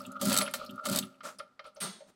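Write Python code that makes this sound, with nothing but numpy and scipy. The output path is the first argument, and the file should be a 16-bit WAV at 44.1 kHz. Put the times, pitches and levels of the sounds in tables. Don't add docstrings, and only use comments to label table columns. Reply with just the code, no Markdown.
import sys
import numpy as np
from scipy import signal
from scipy.fft import rfft, irfft
from scipy.io import wavfile

SR = 44100
rng = np.random.default_rng(int(sys.argv[2]) if len(sys.argv) > 2 else 0)


def dump(signal):
    limited = np.clip(np.atleast_2d(signal).T, -1, 1)
    pcm = np.round(limited * 32767).astype(np.int16)
    wavfile.write(sys.argv[1], SR, pcm)


N = 94815
TIME = np.arange(N) / SR
AGE = TIME[:SR // 2]

# start in seconds, level in dB, t60 in seconds.
TOOTH_SNAPS = [(0.2134, -31, 0.15), (0.229, -37, 0.022), (0.247, -36, 0.05), (0.2542, -29.5, 0.071),
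               (0.271, -35, 0.12), (.283, -32.5, 0.061), (0.296, -31, 0.095), (.308, -38, 0.053),
               (0.319, -32.5, 0.11), (0.329, -23, 0.013), (0.342, -26.5, 0.028), (.354, -28.5, 0.016),
               (0.3649, -25.5, .05), (0.3747, -17, 0.014), (0.386, -20, 0.028), (0.405, -33, 0.045),
               (0.42, -31.5, 0.025), (0.5376, -32, 0.11), (0.854, -33.5, 0.11), (0.867, -31, 0.022),
               (0.886, -34.5, 0.044), (0.897, -31, 0.033), (0.914, -36.5, 0.12), (0.925, -33, 0.13),
               (0.949, -32.5, 0.027), (0.9598, -26, 0.043), (.973, -29, 0.054), (0.9877, -21.5, 0.028)]
# time in seconds, level in dB.
GEAR_LEVEL = [(0, -55), (.11, -66), (.19, -71), (.206, -45), (.29, -41), (.32, -30.5), (.385, -41.5),
              (.43, -38.5), (.45, -45), (.53, -58), (.555, -48.5), (.63, -62), (.83, -69), (.845, -47.5),
              (.91, -45), (.955, -34.5), (.985, -37.5), (1.005, -48.5), (1.10, -66), (1.25, -81)]
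# time in seconds, then base, panel and cover in relative dB.
DRUM_SHAKE = [(0, -48.5, -45.5, -53), (.19, -53, -48, -44.5), (.24, -31, -36, -42.5),
              (.42, -44, -41.5, -32.5), (.48, -49, -57, -49), (.6, -52.5, -47.5, -52), (.76, -50, -50, -49),
              (.84, -75, -43.5, -44.5), (.93, -34.5, -38.5, -40), (1.07, -69, -56, -57.5),
              (1.13, -63, -59.5, -66), (1.45, -63.5, -78, -74), (1.57, -72.5, -101, -88.5),
              (2.15, -71, -78, -79.5)]
# start in seconds, then cover, panel and clack in dB.
CRANK_KNOCKS = [(.004, -42, -55.5, -71), (.216, -38, -37, -68), (.364, -34.5, -46, -33),
                (.411, -38.5, -35, -30.5), (.477, -39, -47, -38.5), (.5385, -36.5, -43.5, -35),
                (.613, -39.5, -45.5, -66), (.857, -33.5, -39, -40), (.888, -37.5, -37.5, -46),
                (1.034, -47.5, -64, -53), (1.206, -44.5, -80, -52), (1.397, -37, -46.5, -44.5),
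                (1.593, -45, -52.5, -45.5), (1.653, -47, -52, -57), (1.767, -76, -49, -63),
                (2.005, -75, -49, -60.5)]
# start in seconds, level in dB, hold in seconds.
CATCH_SCUFFS = [(0.584, -47.5, 0.054), (1.387, -48.5, 0.0062), (1.64, -53, 0.032), (1.757, -60, 0.023)]
# time in seconds, level in dB.
TABLE_THUMPS = [(.069, -42.5), (0.219, -43.5), (0.262, -31), (0.328, -41.5), (0.388, -37), (0.69, -44),
                (0.717, -46), (0.868, -37.5), (0.905, -32), (.945, -34.5), (0.994, -40), (1.03, -42),
                (1.058, -49)]
SHAFT_RUBS = [(0.113, -50), (0.130, -46), (0.16, -37), (0.170, -36.5), (0.7835, -38.5), (0.796, -35)]
PAWL_DROPS = [(.001, -53.5), (0.016, -50), (.040, -66), (.0635, -48.5), (0.1178, -48.5), (0.567, -53),
              (.648, -54), (0.662, -53), (.708, -50.5), (0.758, -59)]
# start in seconds, level in dB, centre in Hz.
LOOSE_TICKS = [(.004, -52, 4850), (0.05, -46, 3120), (0.065, -58, 6900), (.163, -57.5, 3100),
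               (.463, -39, 2950), (.412, -31.5, 4580), (0.51, -49.5, 9100), (1.141, -64, 2600),
               (0.661, -48, 4500), (0.693, -45.5, 3140), (1.025, -40, 3220), (1.385, -49, 9380),
               (1.386, -50, 5150), (1.664, -62.5, 8980), (1.747, -63.5, 9000), (1.763, -56, 5250)]
# start in seconds, level in dB, seconds until damped.
SPRING_RINGS = [(0.337, -35, 0.012), (0.411, -34, 0.066), (1.031, -54, .025)]

# frequency in Hz, relative level in dB.
WHEEL_MODES = [(3094, -3), (3736, -4), (4330, -5), (4568, -2), (6300, -7), (7705, 0), (7798, 1), (8048, -2),
               (8324, 0), (8369, 0), (11036, 0), (12700, -6)]
BASE_MODES = [(110, -14), (140, -12), (186, -8), (202, 2), (234, -9), (247, -8), (262, -1), (371, -11)]
PANEL_MODES = [(465, -8), (540, -3.5), (567, 5.5), (584, -10.5), (611, 5), (635, -4.5), (790, -9),
               (905, -9.5)]
COVER_MODES = [(1200, -2), (1218, -5), (1257, -4), (1286, -4), (1312, -2), (1348, -4), (1379, 0),
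               (1397, -3)]
ARM_MODES = [(1787, 2.5), (1986, -5), (2143, 6), (2417, 0.5), (3117, 4), (4194, -4)]
SLEEVE_MODES = [(6480, -7), (8330, -8), (8530, 1), (8700, -2), (8975, -2), (9080, -5), (9717, -8)]
PIN_MODES = [(2003, -2), (3386, -2), (3801, 0), (4393, -1), (5200, -5), (6440, -1), (8527, 2), (8969, -2)]

# frequency in Hz, relative level in dB.
TOOTH_SPECTRUM = [(150, -40), (600, 3), (1000, -20.5), (2400, -9.5), (4300, 4.5), (5400, -2.5), (7800, 1),
                  (12500, -3), (16000, -6.5)]
GEAR_SPECTRUM = [(30, -33.5), (243, 1.5), (444, -27.5), (556, -0.5), (751, -11), (1340, -11), (2260, -15.5),
                 (4460, -12), (5310, -18), (12500, -26), (16000, -35.5)]
CLACK_SPECTRUM = [(100, -27), (900, -2.5), (1400, 1), (2750, -4), (4400, -6.5), (5700, -12.5),
                  (7000, -33.5), (16000, -44.5)]
SCRAPE_SPECTRUM = [(60, -65), (182, -9.5), (404, -17), (615, 1.5), (718, -14.5), (1050, -12), (1340, 1),
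                   (1530, -12), (2900, -20), (7870, -18.5), (16000, -35)]
SCUFF_SPECTRUM = [(420, -6), (600, 9.5), (850, -15), (1330, 15), (1700, -20.5), (2400, -5), (4300, -3.5),
                  (7000, -20), (16000, -32)]
LATCH_SPECTRUM = [(150, -23), (1300, -8.5), (2500, -3.5), (4500, -1), (7500, -10.5), (9300, 3.5),
                  (11000, -5), (16000, -15)]
SLIDE_SPECTRUM = [(60, -54), (203, 3.5), (283, -23), (361, -7), (500, -14.5), (601, -9), (751, -16.5),
                  (1310, -13), (2490, -20.5), (3870, -13), (8790, -24), (16000, -56)]
BRUSH_SPECTRUM = [(500, 1.5), (5000, -15), (8000, -11), (14000, -25)]
PAWL_SPECTRUM = [(1500, -9), (4800, -3.5), (12600, 3.5), (16000, -4.5)]
ROOM_SPECTRUM = [(25, -15), (230, -6), (1300, -9.5), (3000, -22.5), (8000, -28), (16000, -46)]


def amp(db):
    return 10 ** (np.asarray(db) / 20)


def unit(x):
    return x / np.sqrt(np.mean(x ** 2) + 1e-20)


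def add(mix, start, sound):
    part = mix[max(round(start * SR), 0):][:len(sound)]
    part += sound[:len(part)]


def level(curve, column=1):
    columns = np.transpose(curve)
    return amp(np.interp(TIME, columns[0], columns[column]))


def tint(x, spectrum):
    hz, db = np.transpose(spectrum)
    f = np.fft.rfftfreq(len(x), 1 / SR)
    gain = amp(np.interp(np.log(f + 1), np.log(hz + 1), db))
    return unit(irfft(rfft(x) * gain, len(x)))


def noise(spectrum, size=N):
    return tint(rng.standard_normal(size), spectrum)


def varied(spectrum, spread_db):
    hz, db = np.transpose(spectrum)
    f = np.geomspace(100, SR / 2, num=110)
    smooth_db = np.interp(np.log(f), np.log(hz), db)
    return np.c_[f, smooth_db + spread_db * rng.standard_normal(len(f))]


def resonant_noise(modes, width_hz):
    f = np.fft.rfftfreq(N, 1 / SR)
    power = sum(amp(db) ** 2 / (1 + ((f - hz) / width_hz) ** 2) ** 2 for hz, db in modes)
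    phases = np.exp(2j * np.pi * rng.random(len(f)))
    return unit(irfft(np.sqrt(power) * phases, N))


def blow(rise_s, t60, tail_db, tail_t60):
    fall = np.hypot(amp(-60 * AGE / t60), amp(tail_db - 60 * AGE / tail_t60))
    env = (1 - np.exp(-AGE / rise_s)) * fall
    return env / env.max()


def stroke(start, rise_s, hold_s, t60):
    t = np.maximum(TIME - start, 0)
    return np.minimum(t / rise_s, 1) * amp(-60 * np.maximum(t - rise_s - hold_s, 0) / t60)


def ring(modes, env):
    tones = sum(amp(db) * np.sin(2 * np.pi * (hz * AGE + rng.random())) for hz, db in modes)
    return unit(env * tones) * np.sqrt(np.mean(env ** 2))


def crack(spectrum, env):
    return env * noise(spectrum, len(env))


def grains(per_s, spread_db, t60):
    hits = (rng.random(N) < per_s / SR) * amp(spread_db * np.minimum(rng.exponential(1, N), 4))
    power = signal.fftconvolve(hits ** 2, amp(-120 * AGE / t60))[:N]
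    return unit(np.sqrt(abs(power)) * rng.standard_normal(N))


def gears():
    rattle = tint(grains(per_s=1800, spread_db=2.5, t60=0.014), GEAR_SPECTRUM)
    wheels = amp(-19) * resonant_noise(WHEEL_MODES, width_hz=20)
    out = level(GEAR_LEVEL) * (rattle + wheels)
    wheel_env = blow(rise_s=0.00028, t60=0.045, tail_db=-22.5, tail_t60=0.21)
    for start, db, t60 in TOOTH_SNAPS:
        snap_env = blow(rise_s=0.000073, t60=t60, tail_db=-22, tail_t60=0.19)
        add(out, start, amp(db) * crack(varied(TOOTH_SPECTRUM, spread_db=1.5), snap_env))
        add(out, start, amp(db - 6.5) * ring(WHEEL_MODES, wheel_env))
    return out


def case():
    out = amp(-3.5) * level(DRUM_SHAKE, column=1) * resonant_noise(BASE_MODES, width_hz=5.2)
    out += amp(-9.5) * level(DRUM_SHAKE, column=2) * resonant_noise(PANEL_MODES, width_hz=15)
    out += amp(-3.5) * level(DRUM_SHAKE, column=3) * resonant_noise(COVER_MODES, width_hz=20)
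    thump_env = blow(rise_s=0.017, t60=0.13, tail_db=-19, tail_t60=0.24)
    for start, db in TABLE_THUMPS:
        add(out, start, amp(db) * ring(BASE_MODES, thump_env))
    return out


def crank():
    out = np.zeros(N)
    cover_env = blow(rise_s=0.0017, t60=0.058, tail_db=-22, tail_t60=0.43)
    panel_env = blow(rise_s=0.039, t60=0.073, tail_db=-15.5, tail_t60=0.18)
    clack_env = blow(rise_s=0.00067, t60=0.044, tail_db=-20.5, tail_t60=0.3)
    arm_env = blow(rise_s=0.0032, t60=0.042, tail_db=-15.5, tail_t60=0.18)
    for start, cover_db, panel_db, clack_db in CRANK_KNOCKS:
        add(out, start, amp(cover_db) * ring(COVER_MODES, cover_env))
        add(out, start, amp(panel_db) * ring(PANEL_MODES, panel_env))
        add(out, start, amp(clack_db) * crack(CLACK_SPECTRUM, clack_env))
        add(out, start, amp(clack_db - 5.5) * ring(ARM_MODES, arm_env))
    return out


def grip_scrape():
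    grit = tint(grains(per_s=7100, spread_db=3, t60=0.013), SCRAPE_SPECTRUM)
    out = amp(-40.5) * stroke(start=1.229, rise_s=0.026, hold_s=0.02, t60=0.21) * grit
    for start, db, hold_s in CATCH_SCUFFS:
        out += amp(db) * stroke(start, rise_s=0.0041, hold_s=hold_s, t60=0.13) * noise(SCUFF_SPECTRUM)
    return out


def grip_slide(start=1.802):
    latch = crack(LATCH_SPECTRUM, blow(rise_s=0.0063, t60=0.25, tail_db=-30, tail_t60=0.29))
    friction = noise(SLIDE_SPECTRUM)
    cover = resonant_noise(COVER_MODES, width_hz=20)
    sleeve = resonant_noise(SLEEVE_MODES, width_hz=75)
    pin = resonant_noise(PIN_MODES, width_hz=13)
    out = amp(-39) * stroke(start, rise_s=0.035, hold_s=0.0049, t60=0.43) * friction
    out += amp(-44) * stroke(start, rise_s=0.032, hold_s=0.025, t60=0.23) * cover
    out += amp(-41.5) * stroke(start, rise_s=0.0084, hold_s=0.033, t60=0.34) * sleeve
    out += amp(-45.5) * stroke(start, rise_s=0.02, hold_s=0.012, t60=0.44) * pin
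    add(out, start, amp(-38) * latch)
    return out


def spring(hz=10586, t60=0.26):
    out = np.zeros(N)
    tone = np.sin(2 * np.pi * hz * TIME) + 0.55 * resonant_noise([(hz, 0)], width_hz=90)
    for start, db, hold_s in SPRING_RINGS:
        fade = amp(db - 60 * np.maximum(TIME - start, 0) / t60)
        out += tone * fade * stroke(start, rise_s=0.0013, hold_s=hold_s, t60=0.013)
    return out


def shaft(lead_s=0.02, width_s=0.0045):
    out = np.zeros(N)
    swell = np.exp(-((AGE - lead_s) / width_s) ** 2)
    for peak_s, db in SHAFT_RUBS:
        rub = ring(COVER_MODES, swell) + amp(-25) * crack(CLACK_SPECTRUM, swell)
        add(out, peak_s - lead_s, amp(db) * rub)
    return out


def loose_parts(width_octaves=0.24, skirt_db=-32):
    out = np.zeros(N)
    f = np.geomspace(300, SR / 2, num=140)
    env = blow(rise_s=0.0013, t60=0.053, tail_db=-20, tail_t60=0.2)
    for start, db, hz in LOOSE_TICKS:
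        hump_db = np.maximum(-6 * (np.log2(f / hz) / width_octaves) ** 2, skirt_db)
        add(out, start, amp(db) * crack(varied(np.c_[f, hump_db], spread_db=5), env))
    return out


def ratchet():
    out = np.zeros(N)
    env = blow(rise_s=0.0008, t60=0.028, tail_db=-24, tail_t60=0.15)
    for start, db in PAWL_DROPS:
        add(out, start, amp(db) * crack(varied(PAWL_SPECTRUM, spread_db=7), env))
    return out


def room_tone():
    return amp(-75.5) * noise(ROOM_SPECTRUM)


def scene():
    machine = gears() + case() + crank() + grip_scrape() + grip_slide()
    small_parts = spring() + shaft() + loose_parts() + ratchet()
    fingers = amp(-61) * stroke(start=2.06, rise_s=0.035, hold_s=0.0066, t60=0.055) * noise(BRUSH_SPECTRUM)
    return (machine + small_parts + fingers + room_tone())[None]


def record(dry):
    lowpass = signal.firwin(511, 16100, window=("kaiser", 9), fs=SR)
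    return signal.oaconvolve(dry, lowpass[None], "same")


dry = scene()
out = record(dry)
dump(out)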